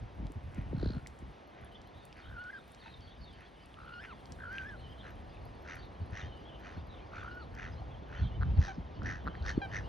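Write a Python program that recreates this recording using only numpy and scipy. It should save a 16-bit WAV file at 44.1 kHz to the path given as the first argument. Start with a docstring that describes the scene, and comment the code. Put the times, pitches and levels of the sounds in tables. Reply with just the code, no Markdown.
"""Swans low over a lake

From the shore, on a phone that the wind buffets: two swans fly past, their hoarse, fluttering
rasps coming about twice a second. Waterbirds wail, toot and cluck, a small bird rattles once,
and thin whistles carry from far off. Close by, ripples tick at the bank over the steady wash
of water and trees."""
import sys
import numpy as np
from scipy import signal
from scipy.fft import rfft, irfft, next_fast_len
from scipy.io import wavfile
from scipy.ndimage import uniform_filter1d

SR = 44100
rng = np.random.default_rng(int(sys.argv[2]) if len(sys.argv) > 2 else 0)


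def bounce(signal):
    """Save signal as a 16-bit WAV file at the path given by the first command-line argument."""
    frames = np.transpose(np.atleast_2d(signal))
    limited = np.clip(frames, -1, 1)
    pcm = np.round(limited * 32767).astype(np.int16)
    wavfile.write(sys.argv[1], SR, pcm)


N = 435708
TIME = np.arange(N) / SR

# how much a sound differs between the two microphone ports: (frequency [Hz], side minus mid [dB])
PORT_WIDTH = [(25, -25.5), (100, -9.5), (300, -5.5), (600, -1), (1000, 1.5), (1500, -3.5), (1900, 0),
              (2400, -15.5), (3200, -22), (3800, -69.5), (6500, -8), (7300, 13.5), (9000, 1), (11000, -12),
              (14000, 8.5)]
# gusts on the microphone: (peak time [s], half length [s], rumble [dB], upper rush [dB])
GUSTS = [(0.02, 0.033, -40, -72), (0.231, 0.039, -36, -46.5), (0.369, 0.01, -36.5, -51),
         (0.47, 0.032, -42, -61), (0.675, 0.016, -38, -59), (0.6, 0.028, -37.5, -47.5),
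         (0.755, 0.056, -39.5, -48), (0.85, 0.037, -31.5, -48), (0.957, 0.023, -39, -42.5),
         (1.26, 0.041, -45, -54.5), (1.636, 0.025, -50, -69), (1.966, 0.015, -49.5, -69),
         (2.316, 0.048, -46.5, -64), (3.212, 0.016, -44, -73), (4.312, 0.018, -49, -49),
         (6.02, 0.013, -37.5, -53), (6.132, 0.014, -36.5, -51.5), (6.267, 0.035, -41, -57),
         (6.779, 0.017, -37.5, -48), (8.235, 0.031, -27.5, -50), (8.49, 0.11, -29.5, -49),
         (8.592, 0.016, -22.5, -45.5), (8.792, 0.017, -37.5, -53), (9.045, 0.053, -38.5, -44.5),
         (9.274, 0.024, -39.5, -43), (9.47, 0.044, -40, -50), (9.57, 0.021, -38.5, -45)]


def undb(db):
    """Decibels to gain."""
    return 10 ** (np.asarray(db) / 20)


def unit(x):
    """Scale to rms 1."""
    return x / np.sqrt(np.mean(x ** 2) + 1e-20)


def curves(rows):
    """Each column after a table's times, at every sample."""
    times, *columns = np.transpose(rows)
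    return [np.interp(TIME, times, column) for column in columns]


def colour(x, points, turn=1):
    """Filter by (frequency [Hz], gain [dB]) points; turn is a phase factor."""
    size = next_fast_len(len(x))
    hz, db = np.transpose(points)
    bins_hz = np.maximum(np.fft.rfftfreq(size, 1 / SR), 1)
    gain = undb(np.interp(np.log(bins_hz), np.log(hz), db))
    return irfft(rfft(x, size) * gain * turn, size)[:len(x)]


def noise(points):
    """Coloured noise of rms 1."""
    return unit(colour(rng.standard_normal(N), points))


def walk(rate_hz, size=N):
    """A smooth random wander with a spread of 1."""
    hold = max(int(SR / rate_hz), 1)
    steps = np.repeat(rng.standard_normal(size // hold + 2), hold)
    return unit(uniform_filter1d(uniform_filter1d(steps, hold), hold))[:size]


def phase_of(hz):
    """Phase in radians of a moving frequency."""
    return 2 * np.pi * np.cumsum(hz) / SR


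def add(out, start_s, x):
    """Mix x in from start_s."""
    i = max(int(start_s * SR), 0)
    out[i:i + len(x)] += x[:max(N - i, 0)]


def ping(hz, ring_s):
    """A short resonance whose envelope swells to 1 at ring_s."""
    t = np.arange(SR // 20) / SR
    return t / ring_s * np.exp(1 - t / ring_s) * np.sin(2 * np.pi * hz * t)


def shore_echo(x, t60_s=0.2, delay_s=0.014):
    """The tree line scatters back a short, diffuse tail."""
    t = np.arange(SR) / SR
    scatter = colour(rng.standard_normal(SR), [(1000, -5.0), (4000, -7.0), (9000, 0.0)])
    tail = scatter * undb(-60 * t / t60_s) * (t > delay_s)
    return signal.fftconvolve(x, tail / np.sqrt(np.sum(tail ** 2)))[:N]


def ports(mid, other, shared):
    """Mid and side: the ports' difference is partly the same sound, a quarter cycle apart."""
    side = shared * colour(mid, PORT_WIDTH, 1j) + np.sqrt(1 - shared ** 2) * colour(other, PORT_WIDTH)
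    return np.array([mid, side])


def lake(body_db, spray_db, body_gain_db=3.0, hiss_db=-66.5, spray_gain_db=1):
    """All around, the low wash of trees and water, a steadier hiss above it and fine spray on top."""
    # spectra of the wash and of the spray: (frequency [Hz], level [dB])
    wash_spectrum = [(88, -31), (150, -7), (178, -8.5), (331, -1.5), (369, -2), (642, -3.5), (695, -2),
                     (1060, -8.5), (1460, -15), (1680, -15), (2350, -19), (3320, -22.5), (4550, -29.5),
                     (4850, -30.5), (6550, -37), (8520, -94.5), (14400, -120)]
    spray_spectrum = [(5000, -49), (6500, -6.5), (7600, -3), (9800, 1), (12000, -5.5), (14000, -27),
                      (15500, -9.5)]

    def wash():
        water = noise(wash_spectrum)
        body = signal.sosfiltfilt(signal.butter(2, 1500, fs=SR, output="sos"), water)
        spray = noise(spray_spectrum) * undb(2.4 * walk(90))
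        layers = [(body, body_db + body_gain_db),
                  (water - body, hiss_db + 0.075 * (body_db - np.mean(body_db))),
                  (spray, spray_db + spray_gain_db)]
        return sum(unit(band) * undb(db + .4 * walk(14)) for band, db in layers)
    return ports(wash(), wash(), shared=.65)


def eddies(points, even_s=0.093):
    """Turbulent noise whose strength stays even from one moment to the next."""
    x = noise(points)
    return x / np.sqrt(uniform_filter1d(x ** 2, int(even_s * SR)) + 1e-6)


def gust(peak_s, half_s, edge=2.6):
    """The envelope of one gust; a higher edge sets in and lets go more squarely."""
    return np.exp(-np.abs((TIME - peak_s) / half_s) ** edge / 2)


def wind(rumble_gain_db=-.5, rush_gain_db=-2, flutter_db=2, breeze_rush_db=-58, rush_growth=0.49):
    """Eddies press on the microphone; strong gusts add a higher rush, and single buffets thump."""
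    # the steady breeze: (time [s], rumble [dB])
    breeze = [(0, -55.5), (.85, -47.5), (1.4, -62.5), (1.75, -56.5), (2.75, -61), (3.05, -53), (3.6, -58.5),
              (4.6, -47.5), (5.7, -50.5), (6.4, -49), (7.05, -50), (7.55, -45), (8.9, -47.5), (9.88, -45.5)]
    # spectra of the deep rumble and the rush above it: (frequency [Hz], level [dB])
    rumble_spectrum = [(12, -42.5), (20, -10), (42, 3), (65, 6), (134, -3.5), (177, -11), (206, -13.5),
                       (278, -25.5), (400, -50), (520, -56), (880, -120)]
    rush_spectrum = [(90, -13.5), (150, 0.5), (260, -1.5), (400, -11), (700, -17), (1500, -31.5),
                     (3000, -51.5), (8000, -100)]
    # thumps of air, dropping in pitch:
    # (time [s], peak [dB], pitch [Hz], half length [cycles], fall [per cycle])
    buffets = [(.203, -34.5, 230, 1.4, 0.29), (.233, -38, 199, 1.1, 0.27), (.304, -41.5, 290, 1.2, .3),
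               (.589, -30, 157, 1.6, 0.45), (0.733, -30.5, 353, 1.1, 0.42), (.749, -24.5, 150, 0.5, .2),
               (.782, -29.5, 150, 1.2, 0.41), (.833, -26.5, 345, 1.34, 0.37), (.863, -28, 258, 1.4, 0.66),
               (0.907, -32, 230, 2, .4), (.971, -30.5, 172, 0.91, 0.19), (1.227, -40, 284, 1, 0.28),
               (6.021, -28, 84, 1.45, 0.044), (8.414, -26, 95, 1.16, .05), (9.418, -29.5, 75, 0.92, 0.055),
               (8.602, -19, 66.6, 1.08, 0.052), (8.786, -30.5, 194, 1.25, 0.29),
               (9.5794, -16, 250, 0.54, .05)]
    breeze_db, = curves(breeze)
    rumble = undb(breeze_db + flutter_db * walk(16))
    rush = undb(breeze_rush_db + rush_growth * (breeze_db - np.mean(breeze_db)))
    for peak_s, half_s, rumble_db, rush_db in GUSTS:
        swell = gust(peak_s, half_s)
        rumble = np.hypot(rumble, undb(rumble_db) * swell)
        rush = np.hypot(rush, undb(rush_db) * swell)
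    mid, other = (undb(rumble_gain_db) * rumble * eddies(rumble_spectrum)
                  + undb(rush_gain_db) * rush * eddies(rush_spectrum) for _ in range(2))
    t = np.arange(-SR // 20, SR // 20) / SR
    for peak_s, db, hz, half_cycles, fall in buffets:
        cycles = np.log(np.maximum(1 + fall * hz * t, 1e-9)) / fall
        thump = np.cos(2 * np.pi * cycles) * np.exp(-(cycles / half_cycles) ** 2)
        add(mid, peak_s + t[0], undb(db) * thump)
    return ports(mid, other, shared=0.61)


def rustle(gain_db=-17, grain_db=5.0):
    """The strongest gusts rustle right at the microphone in uneven crackles."""
    # spectrum of the crackle: (frequency [Hz], level [dB])
    spectrum = [(400, -7), (800, 4.5), (1500, -8.5), (3000, -8), (5500, -30.5), (8000, -50.5)]
    force = sum(undb(rush_db) * gust(peak_s, half_s) for peak_s, half_s, _, rush_db in GUSTS)
    grain = unit(undb(grain_db * walk(220)))
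    mid, other = (undb(gain_db) * force * grain * noise(spectrum) for _ in range(2))
    return ports(mid, other, shared=.7)


def ripples(spray_db, over_spray_db=7, plop_db=5, bubbles=240):
    """Drips tick at the bank close by; tiny bubbles burst, louder where the spray is stronger."""
    # the louder drips: (time [s], peak [dB], pitch [Hz], twice the ring time [s])
    drips = [(.269, -41.5, 3640, 0.0002), (0.3205, -45, 8000, 0.000074), (.547, -46, 6000, 0.000083),
             (1.062, -41.5, 2070, 0.0014), (1.072, -32, 5100, 0.0001), (1.19, -51, 7000, .00015),
             (1.817, -48, 5000, 0.0002), (1.647, -53, 10500, .00062), (2.0532, -44, 9400, 0.00013),
             (2.127, -43, 2700, 0.00064), (2.128, -47, 4960, .0004), (2.44, -47, 4100, .00025),
             (2.7197, -49.5, 9600, 0.00025), (2.748, -44.5, 5100, 0.00017), (3.008, -52, 4900, 0.00035),
             (3.659, -53, 9500, 0.00022), (3.742, -46, 3070, 0.00078), (4.257, -43.5, 4500, 0.00028),
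             (4.3218, -36, 5400, 0.00023), (4.583, -28.5, 2700, 0.0009), (5.37, -51, 2610, .0016),
             (5.454, -55, 11300, .00037), (5.7544, -48, 10500, 0.00018), (7.551, -48, 5250, .00035),
             (7.818, -44.5, 760, 0.0047), (8.575, -50, 4040, 0.00065), (9.033, -48.5, 5200, .00044),
             (9.425, -44.5, 4170, .00072)]
    out = np.zeros(N)
    for start_s, db, hz, double_ring_s in drips:
        add(out, start_s, undb(db) * ping(hz, double_ring_s / 2))
    for when, strength, pitch, plop in rng.random((bubbles, 4)):
        chance_db = 6.5 * min(-np.log(1 - strength), 3.3)
        burst = ping(9000 + 3500 * pitch, .00022) + undb(plop_db) * plop * ping(1800 + 4000 * pitch, .0002)
        add(out, when * N / SR, undb(spray_db[int(when * N)] + over_spray_db + chance_db) * burst)
    # each burst trails off in a brief fizz
    return out + 0.38 * shore_echo(out, 0.1, 0.00066)


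def swan_rasps(gain_db=4.0, scatter_db=1.5, duty=0.35, arch=.15, fade_shape=1.62, hoarse=0.57,
               jitter_s=.0006, slowing=.007, third_db=-5, hiss_lag_s=.002, hiss_s=0.0023, hiss_gain_db=3):
    """Trains of rough upward chirps, each closed by a spit of hiss; the flutter slows as it weakens."""
    # the passing rasps: (peak time [s], swell [s], fade [s], level [dB], relative hiss [dB],
    # flutter [Hz], pitch [Hz], rise of each chirp [octaves])
    rasps = [(.58, 0.042, 0.048, -60.5, -20, 98, 2106, 0.69),
             (1.599, 0.042, 0.036, -63, -23, 103, 2110, 0.65),
             (2.191, 0.023, 0.029, -58, -17, 93, 2135, 0.65),
             (2.861, 0.035, 0.031, -59, -15, 94, 2030, 0.62),
             (3.42, 0.031, 0.035, -63, -20, 96, 1985, 0.575),
             (4.049, 0.015, 0.011, -50, -18, 116, 2220, .9),
             (4.552, 0.031, 0.088, -57, -11, 89, 2170, 0.68),
             (5.068, 0.024, 0.028, -55, -17, 82, 1763, 0.95), (5.71, 0.033, 0.045, -49, -11.5, 89, 1822, 1),
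             (6.174, 0.028, 0.047, -49, -9.5, 100, 1962, 0.74),
             (6.669, 0.04, 0.062, -55.5, -12, 94, 1920, 0.91),
             (7.17, 0.027, 0.062, -54.5, -12, 82, 2420, 0.62), (7.62, 0.038, .046, -49, -14.5, 94, 1836, 1),
             (8.163, 0.038, 0.049, -52, -15, 86, 1648, 0.9),
             (8.637, 0.024, 0.0406, -50, -2.5, 91, 1787, 0.68),
             (9.091, 0.03, 0.045, -44.5, -13, 95, 1825, 0.567),
             (9.493, .027, 0.016, -41, -6.5, 101, 1765, 0.42),
             (9.767, 0.032, 0.02, -42.5, -12, 100, 1920, .5)]
    # distant rasps are airy, close ones ring: (level [dB], noise over tone [ratio])
    grit_by_level = [(-52, 1.0), (-45.5, 0.34)]
    # spectra of the breath in the throat and of the hiss: (frequency [Hz], level [dB])
    throat_spectrum = [(800, -23.5), (1300, 0.5), (1650, 5), (2000, -9.5), (2500, 2), (3000, -4),
                       (4500, -28)]
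    hiss_spectrum = [(2200, -5), (3100, -5.5), (3800, 2.5), (4500, -1), (5300, -3), (5650, 0), (6200, 3),
                     (6550, -4), (6950, -12), (12000, -18)]
    tone, breath, spit = np.zeros((3, N))
    t = np.arange(-SR // 100, SR // 100) / SR
    spit_shape = np.exp(-((t - hiss_lag_s) / hiss_s) ** 2)
    for peak_s, swell_s, fade_s, db, hiss_db, flutter_hz, pitch_hz, rise in rasps:
        grit = np.interp(db, *np.transpose(grit_by_level))
        sweep_hz = pitch_hz * 2 ** (rise / 2 * np.tanh(2.4 * t * flutter_hz))
        for k, (late, loud, sharp, turn) in zip(range(-12, 17), rng.standard_normal((29, 4))):
            lag = k / flutter_hz * (1 + slowing * abs(k)) + jitter_s * late
            effort = np.exp(-((-lag / swell_s) ** 2 if lag < 0 else (lag / fade_s) ** fade_shape) / 2)
            size = effort * undb(gain_db + db + scatter_db * loud)
            # the chirps are highest where the effort is greatest
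            hz = sweep_hz * np.exp(0.0348 * sharp + arch * (effort - 1))
            phase = phase_of(hz) + np.pi * turn + hoarse * walk(900, len(t))
            chirp = np.sqrt(2) * (np.sin(phase) + undb(hiss_db + third_db) * np.sin(3 * phase))
            puff = size / np.hypot(1, grit) * np.exp(-np.abs(t * flutter_hz / duty) ** 2.6)
            start_s = peak_s + lag + t[0]
            add(tone, start_s, puff * chirp)
            add(breath, start_s, grit * puff)
            add(spit, start_s, size * undb(hiss_db + hiss_gain_db) * spit_shape)
    out = tone + breath * noise(throat_spectrum) + spit * noise(hiss_spectrum)
    # a short scatter off the water fills the gaps between pulses
    return out + 0.47 * shore_echo(out, 0.11, 0.00027)


def churr(peak_s=.8755, rate_hz=66, throat_db=-48.5, throat_s=0.06, chest_db=-55, chest_s=0.11):
    """A small bird rattles in the trees: air bursts through a narrow throat over a longer, lower rasp."""
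    # spectra of the throat and the chest: (frequency [Hz], level [dB])
    throat_spectrum = [(2000, -26), (2700, -22), (3500, -2.5), (4300, 7), (4900, -6), (5900, -18),
                       (8000, -40)]
    chest_spectrum = [(800, -23), (1500, 6), (2100, -15), (4000, -21)]
    t = TIME - peak_s
    pulse = ((1 + np.cos(2 * np.pi * rate_hz * t + 0.23 * walk(59.7))) / 2) ** 2
    throat = undb(throat_db) * noise(throat_spectrum) * np.exp(-(t / throat_s) ** 2 / 2)
    chest = undb(chest_db) * noise(chest_spectrum) * np.exp(-(t / chest_s) ** 4 / 2)
    out = (throat + chest) * pulse * undb(walk(70.1))
    return out + 0.47 * shore_echo(out, .08, 0.0024)


def whistles(gain_db=-2.0, waver=0.0161, flicker_db=4, bend=.08, wet=0.88, answer_db=-7, detune=.11,
             stagger_s=.02, flock_db=-71, flock_start_s=1.45, flock_notes=600):
    """Thin whistles from across the water; fainter neighbours chime in, and a flock twitters behind."""
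    # the nearer songbirds' arched or slurred notes:
    # (time [s], length [s], start pitch [Hz], middle pitch [Hz], end pitch [Hz], level [dB])
    songbirds = [(1.742, 0.033, 2850, 3480, 2920, -54), (1.93, 0.15, 3500, 3850, 3570, -60.5),
                 (2.229, 0.078, 3000, 3150, 3190, -56.5), (2.58, .05, 3750, 3700, 3550, -59),
                 (2.791, 0.096, 4700, 4160, 3210, -55), (2.842, .07, 2800, 2600, 2530, -60),
                 (2.845, 0.12, 3900, 3790, 3440, -56), (3.01, 0.053, 4450, 4490, 4360, -56.5),
                 (3.058, 0.088, 3300, 3370, 3600, -57), (3.21, .04, 4450, 4420, 4450, -57),
                 (3.232, 0.097, 4050, 3590, 3280, -57), (3.412, 0.086, 2850, 3350, 3150, -61),
                 (4.68, 0.045, 3500, 3250, 2850, -62), (4.752, .075, 3500, 4180, 3350, -59.5),
                 (4.785, 0.11, 2850, 3050, 2890, -59), (4.815, .06, 3350, 3200, 3000, -65),
                 (4.904, .032, 3500, 3300, 3250, -53.5), (4.973, .06, 4200, 3800, 3020, -60),
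                 (4.972, 0.073, 2950, 3210, 2950, -56), (5.775, 0.048, 4550, 4460, 4400, -60.5),
                 (5.8, 0.081, 3550, 3890, 3520, -57.5), (6.192, .055, 3900, 3560, 2920, -50.5),
                 (6.229, 0.18, 3200, 3060, 2890, -58.5), (6.449, 0.052, 3100, 3350, 3200, -54.5),
                 (6.478, 0.12, 3000, 3080, 2920, -57.5), (6.889, .08, 4000, 3830, 3100, -57),
                 (6.952, 0.068, 3300, 3050, 3280, -55), (7.177, .05, 3400, 3560, 3330, -60),
                 (7.395, .04, 4600, 4270, 4000, -60), (7.712, 0.06, 5000, 5080, 5100, -64.5),
                 (7.765, 0.048, 3900, 4280, 4000, -62), (7.893, 0.066, 3000, 3330, 3030, -60),
                 (8.145, 0.16, 2850, 3236, 2950, -54.5), (8.17, .1, 4500, 4200, 3720, -59),
                 (8.225, 0.057, 3300, 3580, 3480, -57), (8.304, 0.077, 2650, 3010, 2720, -56.5),
                 (8.5, .08, 3050, 3160, 3200, -63), (8.926, 0.034, 2700, 3310, 3900, -66),
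                 (8.95, 0.022, 4300, 3600, 3000, -62), (9.286, .14, 2950, 3275, 2820, -60.5),
                 (9.354, .06, 4500, 4170, 3700, -62), (9.508, 0.055, 2950, 3100, 2700, -55),
                 (9.553, 0.037, 4400, 4350, 4200, -62), (9.675, 0.058, 2700, 2900, 3340, -58),
                 (9.834, 0.053, 2700, 3030, 3200, -57)]
    notes = [(s, length_s, np.array(shape), db + gain_db) for s, length_s, *shape, db in songbirds]
    answers, flock = [], []
    for start_s, length_s, shape, db in notes:
        for late, sharp, *turn in rng.standard_normal((2, 5)):
            shift = np.exp(detune * sharp + bend / 2 * np.array(turn))
            answers.append((start_s + stagger_s * late, length_s, shape * shift, db + answer_db))
    chances = rng.random((flock_notes, 4))
    for (when, length, pitch, loud), turn in zip(chances, rng.standard_normal((flock_notes, 3))):
        start_s = flock_start_s + when * (N / SR - flock_start_s)
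        shape = (2950 + 1900 * pitch ** 1.4) * np.exp(bend * turn)
        flock.append((start_s, .02 + 0.045 * length, shape, flock_db + 6 * (loud - pitch)))
    out = np.zeros(N)
    for start_s, length_s, (start_hz, middle_hz, end_hz), db in notes + answers + flock:
        u = np.linspace(-1, 1, int(length_s * SR))
        arc_hz = middle_hz + (end_hz - start_hz) / 2 * u + ((start_hz + end_hz) / 2 - middle_hz) * u ** 2
        hz = arc_hz * (1 + waver * walk(120, len(u)) + .015 * walk(700, len(u)))
        envelope = signal.windows.tukey(len(u), .35) * undb(db + flicker_db * walk(115, len(u)))
        add(out, start_s, np.sin(phase_of(hz)) * envelope)
    return (out + wet * shore_echo(out, 0.22, 0.0011)) / np.hypot(1, wet)


def wails(rough=0.0089, trill_rough=0.0296, hoarse=0.13, throat_hz=5250, throat_db=9, third_db=-8,
          shimmer_db=1.9, merge_s=0.074, linger_s=0.034):
    """A waterbird's trill runs together into a held, clear tone, climbs to a thin crest and falls away."""
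    # each call's trill: (time it smooths out [s], pulse rate [Hz],
    # pitch swing in a pulse [share, minus = falling], second harmonic [dB])
    trills = [(2.365, 72.6, -0.058, -20), (3.93, 65.2, 0.056, -8), (4.462, 60.4, -0.08, -21.5),
              (7.295, 62.6, 0.1, -14)]
    # each call's course, the first cracking briefly upward: (time [s], pitch [Hz], level [dB])
    courses = [
        [(2.225, 1472, -67), (2.33, 1580, -55), (2.38, 1400, -47), (2.4, 1463, -48.5), (2.485, 1457, -48),
         (2.505, 1605, -45.5), (2.51, 2085, -66), (2.528, 2050, -54), (2.533, 1647, -48), (2.578, 1546, -51),
         (2.598, 1130, -64)],
        [(3.766, 1259, -60), (3.8, 1338, -57.5), (3.89, 1390, -54), (3.95, 1450, -49), (3.987, 1400, -49),
         (4.015, 1733, -57), (4.035, 1787, -61), (4.07, 1620, -57.5), (4.115, 1314, -54), (4.144, 820, -55)],
        [(4.382, 1562, -60), (4.415, 1620, -46.5), (4.45, 1539, -48), (4.478, 1400, -45), (4.53, 1560, -46.5),
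         (4.58, 1598, -46), (4.635, 1510, -46), (4.685, 1780, -52.5), (4.735, 1560, -52), (4.764, 1330, -59)],
        [(7.113, 1284, -59), (7.15, 1380, -50.5), (7.2, 1510, -51), (7.235, 1380, -51), (7.29, 1400, -48.5),
         (7.33, 1445, -52), (7.38, 1474, -52), (7.41, 1420, -55), (7.442, 1116, -57)],
    ]
    out = np.zeros(N)
    for (smooth_s, trill_hz, swing, second_db), course in zip(trills, courses):
        times, pitch_hz, course_db = np.transpose(course)
        t = np.arange(times[0], times[-1], 1 / SR)
        hz, db = np.interp(t, times, pitch_hz), np.interp(t, times, course_db)
        depth = np.clip((smooth_s + linger_s - t) / merge_s, .06, 1)
        beat = phase_of(trill_hz * (1 + 0.044 * walk(63, len(t)))) - np.pi
        pulse = 1 - depth + depth * 1.5 * (1 + np.cos(beat)) / 2
        jitter = (rough + trill_rough * depth) * walk(400, len(t))
        phase = phase_of(hz * (1 + jitter + swing * depth * np.sin(beat)))
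        # uneven cycles blur the overtones more than the fundamental
        phase += hoarse * (1 + 2.0 * depth) * walk(1100, len(t))
        # a throat resonance lifts the third harmonic at the crest
        lift_db = throat_db * np.exp(-((3 * hz - throat_hz) / 170) ** 2)
        overtones = np.sin(2 * phase) + undb(third_db + lift_db) * np.sin(3 * phase)
        voice = np.sin(phase) + undb(second_db - 4 * depth + 2.7 * walk(89.6, len(t))) * overtones
        envelope = signal.windows.tukey(len(t), .04) * undb(db + shimmer_db * walk(149.7, len(t)))
        add(out, t[0], np.sqrt(2) * voice * pulse * envelope)
    return out


def coot_toots(sag=0.053, fade_db=7):
    """A coot's short horn note starts at once and sags in pitch."""
    # the notes: (time [s], length [s], pitch [Hz], level [dB], tilt [dB per harmonic], roughness [0-1])
    toots = [(2.855, 0.036, 907, -57.5, -18, 0.05), (8.678, 0.046, 786, -44.5, 0.5, 0.03),
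             (9.615, 0.05, 805, -41, 2, 0)]
    # the coot's timbre: (harmonic [number], level [dB])
    harmonics = [(1, 3.5), (2, 3), (3, -4.5), (4, -8.5), (5, -14), (6, -28), (7, -34), (8, -41)]
    out = np.zeros(N)
    for start_s, length_s, hz, db, tilt_db, rough in toots:
        u = np.linspace(0, 1, int(length_s * SR))
        phase = phase_of(hz * (1 - sag * u ** 1.5 + rough * walk(500, len(u))))
        voice = sum(undb(part_db + tilt_db * (k - 1)) * np.sin(k * phase) for k, part_db in harmonics)
        add(out, start_s, unit(voice) * undb(db - fade_db * u ** 2) * signal.windows.tukey(len(u), .14))
    return out


def clucks(gap_s=.0068, ring_s=0.00072, upper_hz=4100, upper_db=-15):
    """A few dry pulses ring a bird's throat, growing to a strong knock."""
    # runs of knocks: (time of the loudest [s], swell [s], fade [s], peak [dB], throat pitch [Hz])
    runs = [(8.4324, 0.019, 0.0025, -31, 1380), (9.02, .003, .003, -39, 1490),
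            (9.2763, 0.0087, 0.013, -28, 1510), (9.353, .01, 0.0037, -38.5, 1500)]
    out = np.zeros(N)
    for peak_s, swell_s, fade_s, db, throat_hz in runs:
        for lag in gap_s * np.arange(-3, 2):
            effort = np.exp(lag / swell_s if lag < 0 else -lag / fade_s)
            hz = throat_hz * (1 + 0.11 * rng.standard_normal())
            knock = ping(hz, ring_s) + undb(upper_db) * ping(upper_hz, ring_s / 2)
            add(out, peak_s + lag - ring_s, effort * undb(db) * knock)
    return out


def scene(echo_db=-14.5, side_db=-2):
    """Birds and ripples reach the two ports slightly apart; wash and wind surround them."""
    # the wash of water and trees: (time [s], body [dB], fine spray [dB])
    wash_levels = [(0, -62.5, -90.5), (1.15, -63.5, -86), (1.5, -62, -93.5), (2.7, -66, -84),
                   (3.15, -65.5, -91.5), (3.65, -66, -88), (4.4, -62, -84.5), (5.5, -59.5, -90.5),
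                   (7, -59.5, -92.5), (9, -59.5, -97.5), (9.88, -55.5, -87.5)]
    # the phone's response to distant birds: (frequency [Hz], gain [dB])
    distant_response = [(100, 10), (6600, -5), (7300, -16), (10000, -21), (15000, -45.5)]
    body_db, spray_db = curves(wash_levels)
    calls = swan_rasps() + wails() + coot_toots() + clucks() + whistles() + churr()
    birds = colour(calls, distant_response)
    direct = birds + ripples(spray_db)
    at_ports = np.array([direct, undb(side_db) * colour(direct, PORT_WIDTH, 1j)])
    echo = undb(echo_db) * np.array([shore_echo(birds), colour(shore_echo(birds), PORT_WIDTH)])
    mid, side = at_ports + echo + lake(body_db, spray_db) + wind() + rustle()
    return np.array([mid + side, mid - side])


def record(dry):
    """The phone sheds the deepest rumble and cuts the top."""
    bottom_hz, top_hz = 40, 15800
    x = signal.sosfilt(signal.butter(4, bottom_hz, "high", fs=SR, output="sos"), dry)
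    return signal.sosfilt(signal.ellip(8, .2, 70, top_hz, fs=SR, output="sos"), x)


dry = scene()
out = record(dry)
bounce(out)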